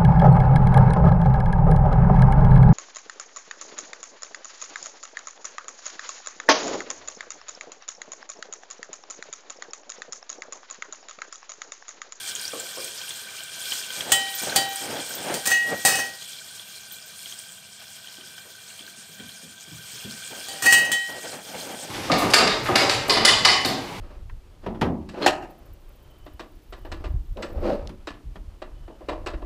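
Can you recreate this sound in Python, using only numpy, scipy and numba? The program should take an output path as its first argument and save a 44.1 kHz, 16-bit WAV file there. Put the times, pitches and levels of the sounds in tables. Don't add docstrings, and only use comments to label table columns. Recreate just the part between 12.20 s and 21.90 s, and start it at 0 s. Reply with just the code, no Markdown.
import sys
import numpy as np
from scipy import signal
from scipy.fft import rfft, irfft
from scipy.io import wavfile
from scipy.ndimage import uniform_filter1d
from numba import njit

SR = 44100
rng = np.random.default_rng(int(sys.argv[2]) if len(sys.argv) > 2 else 0)


def to_wav(s):
    ch = np.atleast_2d(s).T
    pcm = np.round(np.clip(ch, -1, 1) * 32767)
    wavfile.write(sys.argv[1], SR, pcm.astype(np.int16))


def volts_from_db(level):
    exponent = np.asarray(level, float) / 20
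    return 10 ** exponent


N = 427769
T = np.arange(N) / SR


def level(x, db):
    return x * volts_from_db(db) / np.sqrt(np.mean(x ** 2))


def curve(points):
    return volts_from_db(np.interp(T, *np.transpose(points)))


def colour(x, points, peaks=()):
    hz = np.linspace(1, SR / 2, 2049)
    points_hz, points_db = np.transpose(points)
    db = np.interp(np.log(hz), np.log(points_hz), points_db)
    for peak_hz, width_hz, lift_db in peaks:
        db = db + lift_db / (1 + (2 * (hz - peak_hz) / width_hz) ** 2)
    cepstrum = irfft(np.log(volts_from_db(db)))
    cepstrum[1:2048] *= 2
    cepstrum[2049:] = 0
    return signal.fftconvolve(x, irfft(np.exp(rfft(cepstrum))))[:N]


def ring(x, hz, t60_s):
    pole = np.exp(2j * np.pi * hz / SR - np.log(1000) / (max(t60_s, .001) * SR))
    return signal.lfilter([0, pole.imag], [1, -2 * pole.real, abs(pole) ** 2], x)


def clicks(rate_hz, spread_db):
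    when, size, sign = rng.random((3, int(rate_hz * N / SR)))
    size_db = spread_db * np.minimum(-np.log(1 - size), 5)
    out = np.zeros(N)
    out[(when * N).astype(int)] = volts_from_db(size_db) * np.sign(sign - .5)
    return out


def walk(rate_hz):
    hold = int(SR / rate_hz)
    steps = np.repeat(rng.standard_normal(N // hold + 1), hold)
    return 1.3 * uniform_filter1d(uniform_filter1d(steps, hold), hold)[:N]


def burst(at_s, t60_s, length=20000):
    start = int(at_s * SR)
    t = np.arange(min(length, N - start)) / SR
    return start, volts_from_db(-60 * t / max(t60_s, .002))


def gesture(start_s, length_s, first_db, last_db, attack_s, fade_db_per_s):
    t = T - start_s
    db = np.interp(t, [0, length_s], [first_db, last_db]) - fade_db_per_s * np.maximum(t - length_s, 0)
    return np.clip(t / attack_s, 0, 1) * volts_from_db(db)


# (time [s], relative level [dB], treble lift before weighting by bubble pitch [dB])
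FRYING_COURSE = [(0, -37, 2), (.6, -38, 2), (1.35, -38, 0), (1.75, -34.5, -1), (1.95, -35.5, 4),
                 (2.4, -33, 1.5), (2.8, -37, 4), (3.2, -38.5, 4.5), (3.6, -44, 12.5), (4.0, -44, 5.5),
                 (4.7, -46, 3.5), (5.3, -47, 3.5), (5.9, -44.5, 1), (7.4, -46, 1.5), (7.75, -40.5, 0.5),
                 (8.3, -39.5, 2), (8.9, -44.5, 8), (9.7, -46.5, 8)]
# (middle [s], half length [s], level change [dB], treble change [dB])
FLARES_AND_LULLS = [(1.483, 0.14, -0.5, 10), (2.196, 0.026, 0, 7.5), (4.097, 0.055, -1.5, 4.5),
                    (5.1, 0.32, -0.5, 6), (5.5, 0.19, -1.5, -0.5), (5.62, .04, 9, -7), (7.03, .08, 4, -4.5),
                    (9.055, 0.057, 1, 1), (9.222, 0.073, -9, 3.5)]


def fry_curves():
    s, *columns = np.transpose(FRYING_COURSE)
    out = np.array([np.interp(T, s, db) for db in columns])
    for middle_s, half_s, *change_db in FLARES_AND_LULLS:
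        out = out + np.outer(change_db, np.clip(1 - np.abs(T - middle_s) / half_s, 0, 1))
    return out


# (frequency [Hz], filter gain [dB])
SIZZLE_COLOUR = [(120, -51.5), (200, -9.5), (1300, -10.5), (1560, -11), (1940, -11), (3250, -6),
                 (3760, -7.5), (8270, -8.5), (10100, -10), (13600, -13.5), (16000, -31.5)]
# (frequency [Hz], width [Hz], lift [dB])
AIR_MODES = [(1559, 196, 15), (2382, 90, 11.5), (3200, 247, 9.5), (4010, 930, 3.5), (4800, 80, 9),
             (5640, 230, 5.5), (7040, 91, 9), (8660, 480, 8), (13700, 200, -1)]


def frying():
    fry_db, treble_db = fry_curves()
    patches, out = walk(40), 0
    steam = rng.standard_normal(N)
    for hz in 430 * 2 ** np.arange(0, 5.4, .3):
        share = np.clip(np.log2(hz / 1500) / 2, 0, 1)
        pops = clicks(hz * .06, spread_db=2.8 + .6 * share)
        bubbles = ring(ring(pops, hz, 30 / hz), hz, 12 / hz)
        hiss = ring(np.roll(steam, int(hz)), hz, 6 / hz)
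        flicker_db = share * (1.5 * patches + treble_db) + (1 + 1.5 * share) * walk(30)
        out = out + np.sqrt(hz) * volts_from_db(flicker_db) * (level(bubbles, 0) + level(hiss, 0.66))
    return volts_from_db(fry_db) * level(colour(out, SIZZLE_COLOUR, AIR_MODES), 4.1)


# (frequency [Hz], filter gain [dB])
RUMBLE_COLOUR = [(18, -57), (30, -32), (87, 0), (210, 0.5), (333, -25), (454, -12), (555, -17), (637, -1.5),
                 (1200, -27.5), (1560, -19), (2640, -120)]


def kitchen():
    return level(colour(rng.standard_normal(N), RUMBLE_COLOUR), -57.5)


# (time [s], relative level [dB], pitch [Hz])
LARGE_SPITS = [(0.152, -15.5, 6740), (0.196, -22, 5030), (0.214, -21.5, 8800), (0.253, -17.5, 4700),
               (0.2792, -18, 5600), (0.399, -17, 7400), (0.488, -25, 8200), (0.6444, -17.5, 8200),
               (0.679, -24, 3250), (0.8934, -22, 8200), (0.9064, -19.5, 3420), (0.9672, -40, 3120),
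               (1.2348, -23, 7700), (1.5206, -13, 3100), (1.8073, -13, 3260), (2.296, -15.5, 4150),
               (2.559, -12.5, 8300), (2.9814, -24, 3470), (4.0212, -24.5, 3250), (4.396, -26, 3350),
               (5.058, -24.5, 3250), (5.1238, -24.5, 3200), (5.19, -23.5, 8250), (5.872, -30, 3100),
               (6.0099, -31.5, 3100), (6.1808, -29.5, 3200), (6.592, -27.5, 3200), (7.091, -28, 3200),
               (7.9228, -26, 5300)]
SMALL_SPITS_PER_S, SMALL_OVER_FRYING_DB, SMALL_SPREAD_DB = 2, 12.5, 4


def spits():
    out = np.zeros(N)
    fry_db = fry_curves()[0]
    small = []
    for when, size, pick in rng.random((int(SMALL_SPITS_PER_S * N / SR), 3)):
        db = fry_db[int(when * N)] + SMALL_OVER_FRYING_DB + SMALL_SPREAD_DB * (2 * size - 1)
        hz = AIR_MODES[2 * (pick > .3)][0]
        small.append((when * T[-1], db, hz))
    for s, db, hz in LARGE_SPITS + small:
        start, fade = burst(s, 0.089, length=4000)
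        click = np.arange(len(fade)) == 0
        tone = ring(ring(click, hz, 45 / hz), hz, 15 / hz)
        tone = tone / (tone.max() + 1e-12)
        spray = level(ring(rng.standard_normal(len(fade)), 1.09 * hz, 3 / hz), -16)
        out[start:start + len(fade)] += volts_from_db(db) * (0.68 * tone + fade * spray)
    return out


# (time [s], peak level [dB], pitch [Hz])
DULL_KNOCKS = [(0.33, -22, 520), (0.568, -27, 480), (5.98, -39, 310), (6.249, -42, 480), (6.6, -42.5, 287),
               (6.771, -43.5, 191), (6.886, -41.5, 179), (6.991, -33, 193), (7.225, -37, 207),
               (7.471, -39.5, 162), (7.512, -33, 134), (7.725, -40, 145), (7.843, -28, 191)]
KNOCK_T60_S, KNOCK_SWELL_S = .52, 0.0037


def knocks():
    out = np.zeros(N)
    for s, db, hz in DULL_KNOCKS:
        start, fade = burst(s, KNOCK_T60_S)
        swell = np.minimum(T[:len(fade)] / KNOCK_SWELL_S, 1)
        noise = np.diff(rng.standard_normal(len(fade) + 1))
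        shake = (fade + 0.71 * fade ** 5) * swell * noise
        low = ring(ring(shake, hz, 3 / hz), hz, 3 / hz)
        skirt_hz = 2.14 * hz
        skirt = ring(ring(shake * fade, skirt_hz, 3 / skirt_hz * 2.14), skirt_hz, 3 / hz)
        thud = level(low, 0) + level(skirt, -8)
        out[start:start + len(fade)] += volts_from_db(db) * thud / np.abs(thud).max()
    return out


# (start [s], length [s], first level [dB], last level [dB], edge lift [dB])
LADLE_STROKES = [(1.75, .04, -39, -38, 6.5), (1.84, .12, -34, -31, 9), (2.206, 0.18, -34, -28, 9),
                 (2.596, 0.17, -35.5, -30.5, 13), (2.885, 0.18, -48.5, -33, 9),
                 (3.078, 0.059, -28, -29.5, 12), (3.255, 0.061, -27, -34.5, -7),
                 (3.407, 0.11, -53, -27, 18), (3.641, 0.18, -20, -34.5, 3), (8.1, 0.081, -42, -43.5, 17),
                 (8.268, 0.098, -44, -39.5, 7), (8.428, 0.27, -33, -29, -10), (8.877, 0.094, -40, -37, 9),
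                 (9.023, 0.14, -37.5, -36.5, 11), (9.241, .11, -44, -34.5, 4), (9.422, 0.12, -41, -34, -1),
                 (9.607, 0.12, -53, -33, 8)]
# (frequency [Hz], filter gain [dB])
PASTE_COLOUR = [(29, -29), (50, -16), (155, -5), (282, -2), (411, -5), (497, 0), (802, -1.5), (1090, -12),
                (1540, -10.5), (3000, -15.5), (3900, -37), (6600, -120)]
STROKE_ATTACK_S, STROKE_FADE_DB_PER_S = 0.025, 139


def stirring():
    rough = rng.standard_normal(N) * volts_from_db(2.0 * walk(60))
    grit = level(rough + 0.42 * level(clicks(300, spread_db=-1.5), 0), 0)
    body = level(colour(grit, PASTE_COLOUR), 0)
    edge = level(ring(grit, 1420, 0.0024), -26)
    lumps = volts_from_db(1.56 * walk(25) + 1.35 * walk(110))
    out = np.zeros(N)
    for *stroke, edge_db in LADLE_STROKES:
        out += gesture(*stroke, STROKE_ATTACK_S, STROKE_FADE_DB_PER_S) * (body + volts_from_db(edge_db) * edge)
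    return lumps * out


# (time [s], ring drive [dB], crack drive [dB]), and the wall spot of each [index]
LADLE_BLOWS = [(1.9195, -15.5, -15), (2.3605, -14.5, -16.5), (3.1408, -31.5, -29), (3.2555, -42, -29),
               (3.272, -33, -27), (3.303, -35, -37), (3.316, -22, -50), (3.6505, -14.5, -18),
               (3.6576, -31, -19.5), (3.669, -31, -35), (3.7, -30, -35), (3.755, -28.5, -31),
               (8.2851, -36, -40), (8.4223, -45, -36), (8.508, -26, -31), (8.525, -17, -18),
               (8.717, -23, -25), (8.728, -30.5, -46)]
BLOW_SPOTS = [0, 1, 1, 4, 4, 4, 4, 2, 2, 2, 4, 4, 1, 4, 4, 3, 0, 4]
# (start [s], length [s], first level [dB], last level [dB], ring drive [dB]), and spots [index]
WALL_RUBS = [(3.259, 0.03, -30, -32, -32), (3.308, 0.035, -30, -45, -26), (3.682, .11, -27, -31.5, -27),
             (8.327, 0.14, -58, -47, -27.5), (8.423, 0.081, -31, -23, -31), (8.53, .06, -30, -31.5, -36)]
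RUB_SPOTS = [4, 4, 4, 4, 4, 4]
RUB_ATTACK_S, RUB_FADE_DB_PER_S = 0.0017, 169
WALL_HZ = [786, 1853, 1901, 2550, 2585, 2878, 3062, 3386, 3816, 3887, 4407, 4457, 4548, 4705, 5058, 5575,
           6126, 6304, 6428, 6971, 7600, 8053, 8344, 8436, 9130, 9553, 11715]
# (T60 [s], answer at spots 0, 1, 2, 3 [dB])
WALL_ANSWER = [(.75, -7, -5, -2, -9), (.5, -16, -16, -13, -3), (.6, -4, -10, 0, 4), (.5, -17, -35, -11, -9),
               (.45, -21, -25, -20, -2), (.5, -11, -30, -18, -7), (.5, -2, -9, -28, -5),
               (.22, -4, -10, -23, -14), (.3, -20, -34, -9, -17), (.6, -13, -12, -30, -14),
               (.2, -25, -6, -17, -13), (.35, -19, -27, -13, -27), (.3, -21, -13, -22, -35),
               (.22, -28, -6, -13, -19), (.3, -17, -18, -14, -15), (.25, -20, -22, -16, -11),
               (.25, -27, -28, -10, -24), (.22, -35, -30, -24, -21), (.25, -23, -35, -14, -28),
               (.22, -19, -24, -22, -27), (.22, -4, -22, -10, -15), (.25, -25, -28, -15, -23),
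               (.2, -14, -26, -18, -12), (.16, -8, -18, -10, -1), (.22, -31, -27, -13, -22),
               (.17, -29, -31, -3, -27), (.15, -28, -38, -7, -30)]
SLIDE_ANSWER = [-8, -6, 6, -9, -8, -6, -13, -14, -17, -22, -14, -13, -24, -14, -13, -9, -9, -6, -11, -14,
                -14, -16, -16, -18, -19, -23, -28]
# (time [s], level [dB])
WALL_CHOKE = [(3.8, 1), (4.05, -19), (7.9, -16), (8, 4)]
# (time [s], level [dB])
LOWEST_MODE_LEVEL = [(8.56, 1), (8.62, -6.5)]


def pot():
    grain = level(clicks(5000, spread_db=1.8), 0)
    push, crack = np.zeros((5, N)), np.zeros(N)
    rattle = volts_from_db(3.3 * walk(120))
    for (*rub, ring_db), spot in zip(WALL_RUBS, RUB_SPOTS):
        chatter = grain * rattle * gesture(*rub, RUB_ATTACK_S, RUB_FADE_DB_PER_S)
        push[spot] += volts_from_db(ring_db) * chatter
        crack += volts_from_db(-4) * chatter
    for (s, ring_db, crack_db), spot in zip(LADLE_BLOWS, BLOW_SPOTS):
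        start, fade = burst(s, 0.13)
        push[spot, start] += volts_from_db(ring_db)
        span = slice(start, start + len(fade))
        crack[span] += volts_from_db(crack_db) * (fade + 0.65 * fade ** 8) * grain[span]
    modes = []
    for hz, (t60_s, *spots_db), slide_db in zip(WALL_HZ, WALL_ANSWER, SLIDE_ANSWER):
        drive = volts_from_db(np.array(spots_db + [slide_db])) @ push
        modes.append(ring(drive, hz, t60_s))
    wall = curve(LOWEST_MODE_LEVEL) * modes[0] + sum(modes[1:])
    bright = colour(crack, [(300, -0.5), (1500, 3.5), (5000, 5.5), (9000, 11.5), (15000, -3.0)])
    return curve(WALL_CHOKE) * wall + bright


# (time [s], level [dB])
BANGLE_TOUCHES = [(2.105, -48), (2.15, -34), (2.22, -39), (2.49, -44), (2.53, -52), (2.89, -46),
                  (2.95, -39), (4.72, -44), (4.86, -54)]
# (frequency [Hz], level [dB], T60 [s])
BANGLE_MODES = [(11300, -4, .15), (13680, 7, 0.14), (14750, -8, .12), (15450, -5, 0.18)]


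def bangles():
    touch = np.zeros(N)
    for s, db in BANGLE_TOUCHES:
        touch[int(s * SR)] = volts_from_db(db)
    return sum(volts_from_db(db) * ring(touch, hz, t60_s) for hz, db, t60_s in BANGLE_MODES)


def room(sharp):
    _, fade = burst(0, .3)
    echo = fade * rng.standard_normal(len(fade))
    wet = signal.fftconvolve(sharp, echo / np.sqrt(np.sum(echo ** 2)))[:N]
    return volts_from_db(-11) * np.roll(wet, 200)


def scene():
    sharp = spits() + pot() + knocks() + bangles()
    return (sharp + room(sharp) + frying() + stirring() + kitchen())[None]


@njit
def gain_control(x, top, squeeze, attack, release):
    y, loudness = np.empty(len(x)), 0.
    for i in range(len(x)):
        size = abs(x[i])
        loudness += (size - loudness) * (attack if size > loudness else release)
        y[i] = x[i] * min(1., top / (loudness + 1e-9)) ** squeeze
    return y


def roll_off(x):
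    return signal.sosfilt(signal.butter(12, 16970, fs=SR, output="sos"), x)


def record(dry):
    mic = colour(dry[0], [(25, -59), (70, -4.5), (140, -3.5), (9400, 0), (10000, -8.5), (15700, 5.5), (15900, -41)])
    attack_s, release_s = 0.035, .25
    held = gain_control(mic, volts_from_db(-29), 0.17, 1 / (attack_s * SR), 1 / (release_s * SR))
    rounded = np.tanh(1.25 * held) / 1.25
    return roll_off(rounded[None])


dry = scene()
out = record(dry)
to_wav(out)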